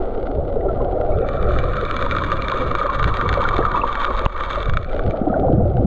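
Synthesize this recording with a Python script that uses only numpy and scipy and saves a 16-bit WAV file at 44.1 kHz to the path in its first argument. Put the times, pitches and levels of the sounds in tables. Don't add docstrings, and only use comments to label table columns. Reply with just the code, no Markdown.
import sys
import numpy as np
from scipy import signal
from scipy.fft import rfft, irfft
from scipy.io import wavfile
from scipy.ndimage import uniform_filter1d, map_coordinates

SR = 44100
rng = np.random.default_rng(int(sys.argv[2]) if len(sys.argv) > 2 else 0)


def master_out(mix):
    frames = np.transpose(np.atleast_2d(mix))
    ceiling = np.clip(frames, -1, 1)
    pcm = np.round(ceiling * 32767).astype(np.int16)
    wavfile.write(sys.argv[1], SR, pcm)


N = 258426
TIME = np.arange(N) / SR
MID_PITCH_HZ = 1200

# t/s, ping level/dB, crackle level/dB
STREAM_LEVELS = [(0, -43, -57), (.45, -50, -62.5), (1.06, -42.5, -59.5), (1.3, -30, -48.5),
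                 (1.55, -28.5, -44), (2.1, -28, -39), (2.9, -25, -40), (3.55, -21.5, -41.5),
                 (4.55, -27, -40), (4.82, -37.5, -50), (5.06, -45, -51), (5.17, -36, -58), (5.25, -43, -61),
                 (5.39, -39.5, -60.5), (5.55, -46, -65), (5.86, -50.5, -61.5)]
# t/s, f/Hz
STREAM_PITCH = [(1, 1371), (2.2, 1265), (3.8, 1159), (4.6, 1176), (4.9, 1305), (5.8, 1368)]


def amp(db):
    return 10 ** (np.asarray(db) / 20)


def curve(rows, column=1):
    rows = np.asarray(rows)
    return np.interp(TIME, rows[:, 0], rows[:, column])


def spectrum_db(points, hz):
    f, db = np.transpose(points)
    return np.interp(np.log(hz + 1), np.log(f + 1), db)


def add(mix, start_s, sound):
    part = mix[round(start_s * SR):][:len(sound)]
    part += sound[:len(part)]


def band(x, edges_hz):
    return signal.sosfilt(signal.butter(3, edges_hz, "band", fs=SR, output="sos"), x)


def steady(x, edges_hz, window_s):
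    power = band(x, edges_hz) ** 2
    for _ in range(2):
        power = uniform_filter1d(power, int(window_s * SR) + 1)
    return x / np.sqrt(abs(power) + 1e-20)


def resonate(x, hz, width_hz):
    carrier = np.exp(2j * np.pi * np.cumsum(hz) / SR)
    pole = np.exp(-np.pi * width_hz / SR)
    return 2 * (carrier * signal.lfilter([1 - pole], [1, -pole], x / carrier)).real


def response(points, modes=(), size=4096):
    hz = abs(np.fft.fftfreq(size, 1 / SR))
    peaks_db = sum(lift_db / (1 + (2 * (hz - f) / width_hz) ** 2) for f, width_hz, lift_db in modes)
    log_gain = np.log(amp(spectrum_db(points, hz) + peaks_db))
    taps = np.fft.ifft(np.exp(np.conj(signal.hilbert(log_gain)))).real[:size // 2]
    return taps * signal.windows.tukey(size)[size // 2:]


def through(x, taps):
    return signal.oaconvolve(x, taps)[:len(x)]


def noise(points):
    gain = amp(spectrum_db(points, np.fft.rfftfreq(N, 1 / SR)))
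    return irfft(rfft(rng.standard_normal(N)) * gain, N)


def clicks(per_s, spread_db):
    size = amp(spread_db * np.minimum(rng.exponential(1, N), 4))
    return size * rng.choice([-1, 1], N) * (rng.random(N) < per_s / SR)


def passing(events, crests_db, rest_db):
    power = amp(rest_db) ** 2
    for (crest_s, half_s, *_), db in zip(events, crests_db):
        power = power + (amp(db) / (1 + ((TIME - crest_s) / half_s) ** 2)) ** 2
    return np.sqrt(power)


def bubble(hz, swell_s, decay_s, glide_oct_per_s=0):
    t = np.arange(0, 2 * swell_s + 9 * decay_s, 1 / SR)
    envelope = (1 - np.exp(-(t / swell_s) ** 2)) * np.exp(-t / decay_s)
    phase = 2 * np.pi * np.cumsum(hz * 2 ** (glide_oct_per_s * t)) / SR
    return envelope / envelope.max() * np.sin(phase)


def cloud(low_hz, high_hz, per_s, cycles, spread_db):
    out, sizes, limit = np.zeros(N), 48, 12000
    starts_s = rng.random(limit) * N / SR
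    gains = amp(spread_db * np.minimum(rng.exponential(1, limit), 3.5)) * rng.choice([-1, 1], limit)
    pitches_hz = np.geomspace(low_hz, high_hz, sizes)
    decays_s = cycles * rng.uniform(0.3, 2.05, sizes) / pitches_hz
    glides = rng.normal(0, 3.7, sizes)
    rings = [bubble(hz, 0.21 * s, s, glide) for hz, s, glide in zip(pitches_hz, decays_s, glides)]
    for k in range(min(int(per_s * N / SR), limit)):
        add(out, starts_s[k], gains[k] * rings[k % sizes])
    return out


def housing():
    # f/Hz, level/dB
    wall = [(250, -38.5), (550, -14), (820, -5.5), (1150, 0), (1450, -3), (1800, -12), (2050, -20),
            (2900, -21), (3700, -17.5), (4300, -25), (5050, -38.5), (5800, -43.5), (6900, -40),
            (8000, -47.5), (9500, -67), (13000, -100)]
    # f/Hz, width/Hz, lift/dB
    wall_modes = [(570, 33, 11.5), (1211, 95, 4), (1870, 140, 7), (2820, 93, 1.5), (3590, 230, 6),
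                  (6390, 460, 9)]
    # f/Hz, level/dB
    transmission = [(100, -11.5), (300, 2), (550, 7.5), (740, 3.5), (900, -7.5), (1080, -16), (1370, -14.5),
                    (1750, -37), (2000, -29), (2500, -38), (3300, -35), (4300, -43.5), (5500, -55.5),
                    (9000, -73), (13000, -99)]
    return response(wall, wall_modes), response(transmission)


def flow():
    # f/Hz, level/dB
    sway_spectrum = [(2, -4.5), (9, 5), (28, 0.5), (50, -1), (70, -11.5), (140, -43.5), (400, -89.5)]
    buffet_spectrum = [(30, -29), (60, -2), (110, -2), (140, -8.5), (180, -14), (260, -34), (600, -76),
                       (1200, -100)]
    # crest t/s, half-length/s, sway level/dB, buffet level/dB
    surges = [(0.4, 0.022, -31, -19), (0.792, 0.41, -24.5, -29.5), (1.152, 0.031, -19.5, -19.5),
              (1.565, 0.177, -18.5, -23), (2.219, 0.25, -39, -27.5), (2.681, 0.064, -37, -26.5),
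              (3.063, 0.055, -16.5, -20), (3.304, 0.065, -27.5, -22.5), (3.571, 0.167, -22, -27.5),
              (4.23, 0.11, -20, -35), (4.724, 0.08, -18.5, -23), (4.968, 0.043, -18, -48.5),
              (5.071, 0.024, -34, -19), (5.581, 0.14, -32.5, -19), (5.789, 0.095, -24.5, -21)]
    _, _, sway_db, buffet_db = np.transpose(surges)
    sway = steady(noise(sway_spectrum), (18, 60), .09) * passing(surges, sway_db, rest_db=-28)
    buffet = steady(noise(buffet_spectrum), (60, 140), .05) * passing(surges, buffet_db, rest_db=-50)
    return amp(-1.3) * sway + amp(0.02) * buffet


def plume_gain(hz, rest_db):
    # nearest t/s, half-length/s, level/dB, commonest f/Hz
    plumes = [(0.268, 0.18, -29.5, 421), (0.685, 0.24, -24.5, 414), (1.002, 0.2, -25, 600),
              (1.227, 0.12, -25.5, 412), (1.488, 0.26, -25.5, 428), (2.118, 0.36, -29.5, 306),
              (2.656, 0.16, -28, 347), (3.296, 0.33, -29, 356), (3.399, 0.66, -33.5, 826),
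              (3.597, 0.047, -27.5, 630), (3.765, 0.13, -31, 286), (4.104, 0.028, -28, 373),
              (4.257, 0.05, -27.5, 450), (4.632, 0.11, -33, 482), (4.953, 0.035, -33, 770),
              (5.071, 0.011, -24.5, 310), (5.397, 0.21, -25.5, 700), (5.504, 0.15, -19, 284),
              (5.775, 0.053, -27.5, 775), (5.854, 0.07, -19, 228.6)]
    falloff_db_per_oct2 = 9
    crests_db = [db - falloff_db_per_oct2 * np.log2(hz / f) ** 2 for _, _, db, f in plumes]
    return passing(plumes, crests_db, rest_db)


def churn(muffle):
    wander_oct = .12
    pockets = cloud(164.6, 358, per_s=130, cycles=2.86, spread_db=2.5)
    large = cloud(347.9, 621, per_s=260, cycles=4.33, spread_db=2)
    drift = noise([(1, 3), (10, -5), (30, -42.5), (100, -120)])
    wall_mode_hz = 520 * 2 ** (wander_oct * drift / drift.std())
    large = large + amp(-1.5) * resonate(large, wall_mode_hz, width_hz=75)
    medium = cloud(636.6, 824, per_s=220, cycles=3.9, spread_db=3)
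    pockets = steady(through(pockets, muffle), (160, 340), .11) * plume_gain(hz=227, rest_db=-40.5)
    large = steady(through(large, muffle), (380, 620), .13) * plume_gain(hz=446, rest_db=-45)
    medium = steady(through(medium, muffle), (640, 860), .11) * plume_gain(hz=780, rest_db=-53)
    return amp(-2.5) * pockets + large + amp(-2) * medium


def shifting_modes(x):
    # f/Hz at mid pitch, width/Hz, lift/dB, pitch-tracking exponent
    modes = [(2274, 85, 15.5, 0.18), (2533, 180, -8.5, 0.56), (2700, 80, 2, 0.99), (2970, 230, -5, 1),
             (3260, 130, 4.5, 0.44)]
    ratio = curve(STREAM_PITCH) / MID_PITCH_HZ
    for hz, width_hz, lift_db, exponent in modes:
        x = x + (amp(lift_db) - 1) * resonate(x, hz * ratio ** exponent, width_hz)
    return x


def pinging(case):
    pitch_hz = curve(STREAM_PITCH)
    pings = cloud(897, 1812, per_s=700, cycles=2.87, spread_db=2.5)
    speed = (pitch_hz / MID_PITCH_HZ) ** 1.4
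    pings = map_coordinates(pings, [np.cumsum(speed)], order=1, mode="wrap")
    pings = shifting_modes(through(pings, case))
    pings = pings + amp(6.5) * resonate(pings, pitch_hz, width_hz=100)
    return amp(-2.5) * steady(pings, (1000, 1600), .2) * amp(curve(STREAM_LEVELS))


def wall_contact():
    touch_s, rise_s, leave_s, fall_s, stray_share = 1.04, 0.11, 5.273, 0.46, 0.18
    touch = np.minimum((TIME - touch_s) / rise_s, (leave_s - TIME) / fall_s)
    return np.clip(stray_share + np.maximum(touch, 0), 0, 1)


def crackle(case, muffle):
    level_db, full_density_db = curve(STREAM_LEVELS, column=2), -46.5
    clumps = noise([(1, 2), (25, -5.5), (70, -12), (170, -33), (500, -95.5)])
    bursts = clicks(per_s=2400, spread_db=4) * amp(3.66 * clumps / clumps.std())
    kept = rng.random(N) < amp(level_db - full_density_db)
    bursts = through(bursts * kept, case)
    tinkle = through(cloud(2150, 4440, per_s=410, cycles=6, spread_db=4), case)
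    near = bursts / band(bursts, (2100, 4500)).std() + amp(-4.5) * tinkle / tinkle.std()
    near = steady(shifting_modes(near), (2100, 4500), .12)
    ticks = band(clicks(per_s=400, spread_db=5), (1100, 6000))
    far = through(rng.standard_normal(N) + amp(-5.5) * ticks / ticks.std(), muffle)
    far = steady(far, (2100, 4500), .3)
    contact = wall_contact()
    return (amp(-1.1) * near * contact + far * np.sqrt(1 - contact ** 2)) * amp(level_db)


def gush_gain():
    gushes = [(1.276, 0.02, -0.5), (1.702, 0.018, -2.5), (2.58, 0.097, 1.5), (3.183, 0.081, 1.5),
              (3.427, .025, 4), (4.03, 0.042, 3.5), (4.13, .05, -0.5), (4.526, 0.042, 1.5),
              (5.048, .05, -3.5)]
    return amp(sum(db * np.exp(-((TIME - crest_s) / half_s) ** 2) for crest_s, half_s, db in gushes))


def wall_hum():
    mode_hz, width_hz, sag_db_per_s = np.full(N, 543), 79, 2.5
    bumps = clicks(per_s=200, spread_db=1)
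    hum = resonate(resonate(bumps, mode_hz, width_hz), mode_hz, 2 * width_hz)
    gain = amp(-31.5 - sag_db_per_s * np.maximum(TIME - 2, 0)) * wall_contact()
    return steady(hum, (380, 700), .15) * gain


def hollow(x):
    # t/s, f/Hz, width/Hz, gain/dB
    dip = [(0, 1000, 119.5, -5.5), (.9, 1028, 119.3, 3.5), (1.4, 1030, 128, -14), (1.9, 845, 109.3, -13),
           (2.7, 790, 129, -3), (3.3, 640, 59.5, -10), (4.1, 635, 60, -1), (4.5, 834, 90, -5),
           (4.8, 960, 150, -14), (4.95, 1010, 169, -36), (5.1, 1010, 149, -19.5), (5.35, 1000, 119, -8)]
    hz, width_hz, gain_db = (curve(dip, column) for column in (1, 2, 3))
    for side in (-1, 1):
        x = x + (amp(gain_db / 2) - 1) * resonate(x, hz + side * width_hz / 4, width_hz=120)
    return x


def near_bubbles():
    # t/s, f/Hz, level/dB, swell/s, decay/s, glide/(oct/s)
    bubbles = [(.002, 376, -18, 0.0018, 0.016, 0), (.165, 494, -18, 0.0081, 0.015, -11),
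               (.285, 280, -21, 0.0064, 0.017, -1.5), (.38, 554, -17, 0.0054, 0.012, 1.5),
               (.505, 580, -22.5, 0.0055, 0.014, -1.5), (.555, 435, -19.5, 0.006, 0.013, 0),
               (.607, 1950, -40, .002, 0.0046, 0), (.65, 581, -15.5, .008, 0.013, 1),
               (.681, 1353, -25.5, 0.013, 0.0086, -1), (.735, 455, -26, 0.0063, .016, -0.5),
               (.802, 1052, -25.5, 0.0067, 0.0065, -1.5), (.995, 460, -17, 0.011, 0.017, 9),
               (1.084, 667, -15.5, 0.0082, 0.012, -6.5), (1.119, 2220, -39, .002, 0.0064, 1),
               (1.183, 486, -17, 0.011, 0.017, -6), (1.22, 507, -20, .007, 0.016, 4.5),
               (1.483, 583, -16, 0.0076, 0.0068, -1), (1.506, 1305, -14, 0.0027, 0.0033, -1),
               (1.633, 1154, -18.5, .005, .009, 4), (1.778, 1334, -19, .003, .008, -1),
               (1.829, 420, -14.5, .002, 0.0067, 7), (2.065, 990, -18, .0014, 0.0039, -6),
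               (2.12, 1413, -16, .0033, 0.0055, -7), (2.168, 1340, -10, .0015, 0.0029, -9),
               (2.219, 1078, -16, 0.0026, 0.0053, 2), (2.317, 1224, -13, 0.00093, .011, -3),
               (2.521, 1054, -14, .0018, 0.006, 4), (2.612, 512, -19, 0.0062, 0.017, 0),
               (2.7504, 1213, -11, .001, 0.003, -5), (2.8125, 1273, -9.5, 0.0017, 0.0073, -8),
               (2.846, 562, -14.5, 0.0059, 0.008, 0.5), (2.857, 1178, -15.5, 0.0026, .0064, 2),
               (2.89, 1091, -12, 0.0034, 0.0089, -1), (2.995, 1205, -13, .001, 0.0077, 0),
               (3.211, 1336, -18, 0.0019, .006, 4), (3.373, 569, -11.5, 0.00082, 0.01, -2.5),
               (3.394, 532, -14, .003, 0.0068, -1), (3.45, 1423, -11, .0023, 0.0076, -4),
               (3.509, 1190, -14.5, 0.00073, .0045, -1), (3.589, 347, -6, 0.0008, 0.0032, 6),
               (3.59, 720, -21, .001, .004, 13), (3.602, 468, -12.5, .0033, .0087, -1),
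               (3.625, 1650, -18.5, .001, .003, 0), (3.6505, 1260, -5.5, 0.0013, .0039, 3),
               (3.677, 1172, -13, .0008, .0069, 2), (3.747, 1024, -11, .0009, 0.012, -6.5),
               (3.757, 2610, -33, .0027, .0076, 0), (3.773, 1130, -9, 0.002, 0.0053, 0),
               (3.815, 2620, -23.5, .0017, .004, 3), (3.834, 973, -9, 0.0044, 0.0039, -4.5),
               (3.836, 1086, -8, .0015, 0.0034, 2), (3.836, 523, -17, 0.0023, 0.0081, -6.5),
               (4.104, 483.5, -20.5, .0036, .0062, 7), (4.11, 1097, -11.5, .0008, 0.0031, 0),
               (4.571, 587, -18, 0.0079, .0067, -1.5), (4.941, 565, -19, .0058, 0.0071, 1),
               (5.073, 128.7, -23, .0072, 0.0054, -3), (5.084, 148, -12, 0.0067, 0.0037, 1),
               (5.136, 623, -14.5, 0.0076, .008, 8.5), (5.214, 225, -8, 0.0017, 0.0045, -5),
               (5.266, 721, -13.5, .0045, 0.0084, 3.5), (5.272, 310, -8.5, 0.0025, 0.0073, -7),
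               (5.297, 1287, -24.5, .002, .007, -2), (5.3, 228.7, -7.5, 0.0025, 0.0047, -9),
               (5.325, 770, -19.5, .005, .01, -0.5), (5.339, 1514, -21, 0.0018, 0.0068, -13),
               (5.357, 672, -13.5, 0.0062, .013, -3), (5.385, 375, -13.5, 0.0057, .013, 6.5),
               (5.429, 714, -15, 0.0089, .011, 6), (5.447, 562, -14, .006, 0.0083, -8.5),
               (5.482, 762, -13.5, 0.002, .0043, 3), (5.498, 237, -13, 0.0024, 0.0067, -4),
               (5.533, 125, -8, 0.005, 0.012, -3), (5.54, 520, -17, .005, .012, -8),
               (5.578, 177, -10, .004, 0.01, 11), (5.6, 655, -17.5, 0.0044, 0.012, 5.5),
               (5.618, 101, -12.5, 0.0086, 0.024, -4), (5.649, 577, -18, .0027, 0.023, 0.5),
               (5.68, 99.6, -13, .008, 0.018, -3), (5.748, 114, -11, 0.0054, 0.018, 2),
               (5.79, 108.8, -21, 0.0049, 0.014, -4), (5.843, 185, -9, 0.0075, 0.011, 5)]
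    flutter_hz, flutter_depth = 144, 0.19
    out = np.zeros(N)
    for start_s, hz, db, swell_s, decay_s, glide in bubbles:
        add(out, start_s, amp(db) * bubble(hz, swell_s, decay_s, glide))
    flutter = band(rng.standard_normal(N), (flutter_hz / 2, flutter_hz * 2))
    return amp(-0.23) * out * (1 + flutter_depth * flutter / flutter.std())


def cracks(events, taps, rise_s, decay_s, roughness):
    t, out = np.arange(len(taps)) / SR, np.zeros(N)
    for start_s, db, *_ in events:
        burst = rng.standard_normal(len(t)) * (1 - np.exp(-t / rise_s)) ** 2 * np.exp(-t / decay_s)
        crack = taps + roughness * through(burst / np.linalg.norm(burst), taps)
        add(out, start_s, amp(db) * crack / abs(band(crack, (2500, 8000))).max())
    return out


def far_snaps(muffle):
    # t/s, relative level/dB
    snaps = [(.023, -56), (.0333, -56), (.1076, -65), (.1485, -53), (.177, -56), (.199, -56),
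             (0.2287, -52.5), (.261, -55), (0.2688, -48.5), (0.314, -54), (0.35, -55), (.479, -55),
             (.489, -56.5), (.5, -58), (.5263, -56), (0.559, -59), (.61, -58), (0.73, -56), (.758, -55),
             (0.817, -52.5), (0.846, -52), (0.9125, -56), (0.9223, -54), (1.012, -48.5), (1.0607, -58),
             (1.1863, -48.5), (4.894, -51), (4.913, -53), (4.931, -46), (4.9464, -47), (4.982, -53),
             (5.0255, -54), (5.037, -50), (5.0637, -45.5), (5.077, -50), (5.1715, -48.5), (5.3702, -60),
             (5.3973, -48), (5.467, -61.5), (5.5278, -54.5), (5.655, -59.5), (5.7, -56.5), (5.7689, -50.5)]
    ring_s = 0.0038
    taps = band(muffle, (1500, 6000))
    out = amp(11.5) * cracks(snaps, taps, rise_s=0.0006, decay_s=0.002, roughness=1.3)
    for (start_s, db), hz in zip(snaps, rng.uniform(1200, 1500, len(snaps))):
        add(out, start_s, amp(db + 15) * bubble(hz, ring_s / 3, ring_s))
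    return out


def wall_pops(case):
    # t/s, crack level/dB, ring level/dB
    pops = [(1.2877, -29.5, -21), (1.4273, -31, -20), (1.5876, -24, -18), (1.6394, -32, -25),
            (1.7678, -28, -17), (1.812, -28, -22), (1.8516, -25, -30), (1.9112, -22, -8.5),
            (1.9657, -20, -15), (1.9904, -35, -12.5), (2.0249, -23, -9), (2.0633, -28.5, -14.5),
            (2.1114, -18.5, -13), (2.1196, -28, -22), (2.1502, -30, -11.5), (2.1658, -23, -9),
            (2.1847, -22, -11), (2.2372, -27.5, -14), (2.318, -23, -12.5), (2.3274, -25, -16),
            (2.4213, -22, -18), (2.4836, -19, -16), (2.4985, -23, -14), (2.5174, -21, -11),
            (2.5374, -33, -14), (2.5743, -25.5, -21), (2.7141, -25, -19), (2.7514, -22, -12),
            (2.7859, -29, -32), (2.8664, -30, -11.5), (2.899, -30, -11), (2.935, -34, -22),
            (2.9452, -31, -20), (2.9947, -26, -17), (3.0282, -24, -8), (3.0422, -18, -11.5),
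            (3.0752, -31, -26), (3.089, -29.5, -14.5), (3.1406, -25, -19), (3.1703, -21, -23),
            (3.2119, -25.5, -10.5), (3.2905, -17, -17), (3.3283, -21, -9), (3.3399, -21, -17),
            (3.4086, -26.5, -21), (3.418, -27, -21), (3.4397, -24, -21), (3.4882, -20.5, -10),
            (3.5429, -26.5, -22), (3.566, -23, -19), (3.5817, -25, -19), (3.7166, -28.5, -16.5),
            (3.8769, -26.5, -31), (3.928, -24.5, -16), (3.9537, -27, -10), (3.9945, -34, -18),
            (4.0173, -26, -23), (4.0369, -26, -19), (4.0452, -23.5, -8), (4.0501, -20, -12.5),
            (4.1675, -28.5, -23), (4.1758, -27, -26), (4.1924, -21.5, -16), (4.2544, -21.5, -16.5),
            (4.3782, -31, -19), (4.4075, -28, -16), (4.4364, -24.5, -20), (4.4603, -32, -24),
            (4.5025, -26, -21), (4.5097, -26, -24), (4.5314, -23.5, -28), (4.5575, -30, -18),
            (4.604, -27, -25), (4.629, -24.5, -24), (4.6575, -28, -23), (4.6966, -24.5, -9.5),
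            (4.7365, -32, -13), (4.7709, -21.5, -7.5), (4.83, -34.5, -35), (4.846, -35, -26),
            (4.9648, -35, -22.5), (4.9934, -33.5, -12), (5.1089, -30.5, -23)]
    ring_s, tail_s, tail_hz, tail_spread_oct = 0.0011, .006, 1281, .35
    taps = band(case, (2000, 7500))
    collapses = cracks(pops, taps, rise_s=0.00038, decay_s=0.00075, roughness=0.97)
    rings = np.zeros(N)
    for start_s, _, ring_db in pops:
        ring = signal.oaconvolve(bubble(rng.uniform(1210, 1687), ring_s / 4, ring_s), case)
        tail = bubble(tail_hz * 2 ** (tail_spread_oct * rng.uniform(-.5, .5)), ring_s, tail_s)
        add(rings, start_s, amp(ring_db) * ring / abs(ring).max())
        add(rings, start_s, amp(ring_db - 9.5) * tail)
    return amp(-0.35) * collapses + amp(-3) * rings


def knock():
    # f/Hz, level/dB, t60/s
    modes = [(600, -6.5, .005), (1030, 0.5, 0.01), (2720, -14.5, 0.0079)]
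    start_s, clack_decay_s, shove_crest_s = 4.2614, 0.0021, 0.0024
    t, out = np.arange(0, .04, 1 / SR), np.zeros(N)
    ring = sum(amp(db - 60 * t / t60_s) * np.sin(2 * np.pi * hz * t) for hz, db, t60_s in modes)
    clack = band(rng.standard_normal(len(t)) * np.exp(-t / clack_decay_s), (120, 1900))
    shove = (t / shove_crest_s) ** 2 * np.exp(1 - (t / shove_crest_s) ** 2)
    blow = amp(-5.5) * clack - ring - amp(-3) * shove
    blow = signal.sosfilt(signal.butter(4, 3300, fs=SR, output="sos"), blow)
    add(out, start_s, amp(12.5) * blow / abs(blow).max())
    return out


def scene():
    case, muffle = housing()
    pops = shifting_modes(wall_pops(case))
    snaps = far_snaps(muffle)
    stream = (pinging(case) + crackle(case, muffle)) * gush_gain()
    bubbles = hollow(churn(muffle) + wall_hum() + stream + pops)
    return (flow() + bubbles + near_bubbles() + snaps + knock())[None]


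def record(dry):
    ceiling_db, release_db_per_s, cutoff_hz = -2, 115, 15100
    over_db = np.maximum(20 * np.log10(abs(dry[0]) + 1e-9) - ceiling_db, 0)
    release_db = release_db_per_s * TIME
    held_db = np.maximum.accumulate(over_db + release_db) - release_db
    limited = dry / amp(uniform_filter1d(held_db, size=24, origin=-11))
    faded = limited * signal.windows.tukey(N, .001)
    lowpass = signal.firwin(255, cutoff_hz, window=("kaiser", 9), fs=SR)
    return signal.oaconvolve(faded, lowpass[None], "same")


dry = scene()
out = record(dry)
master_out(out)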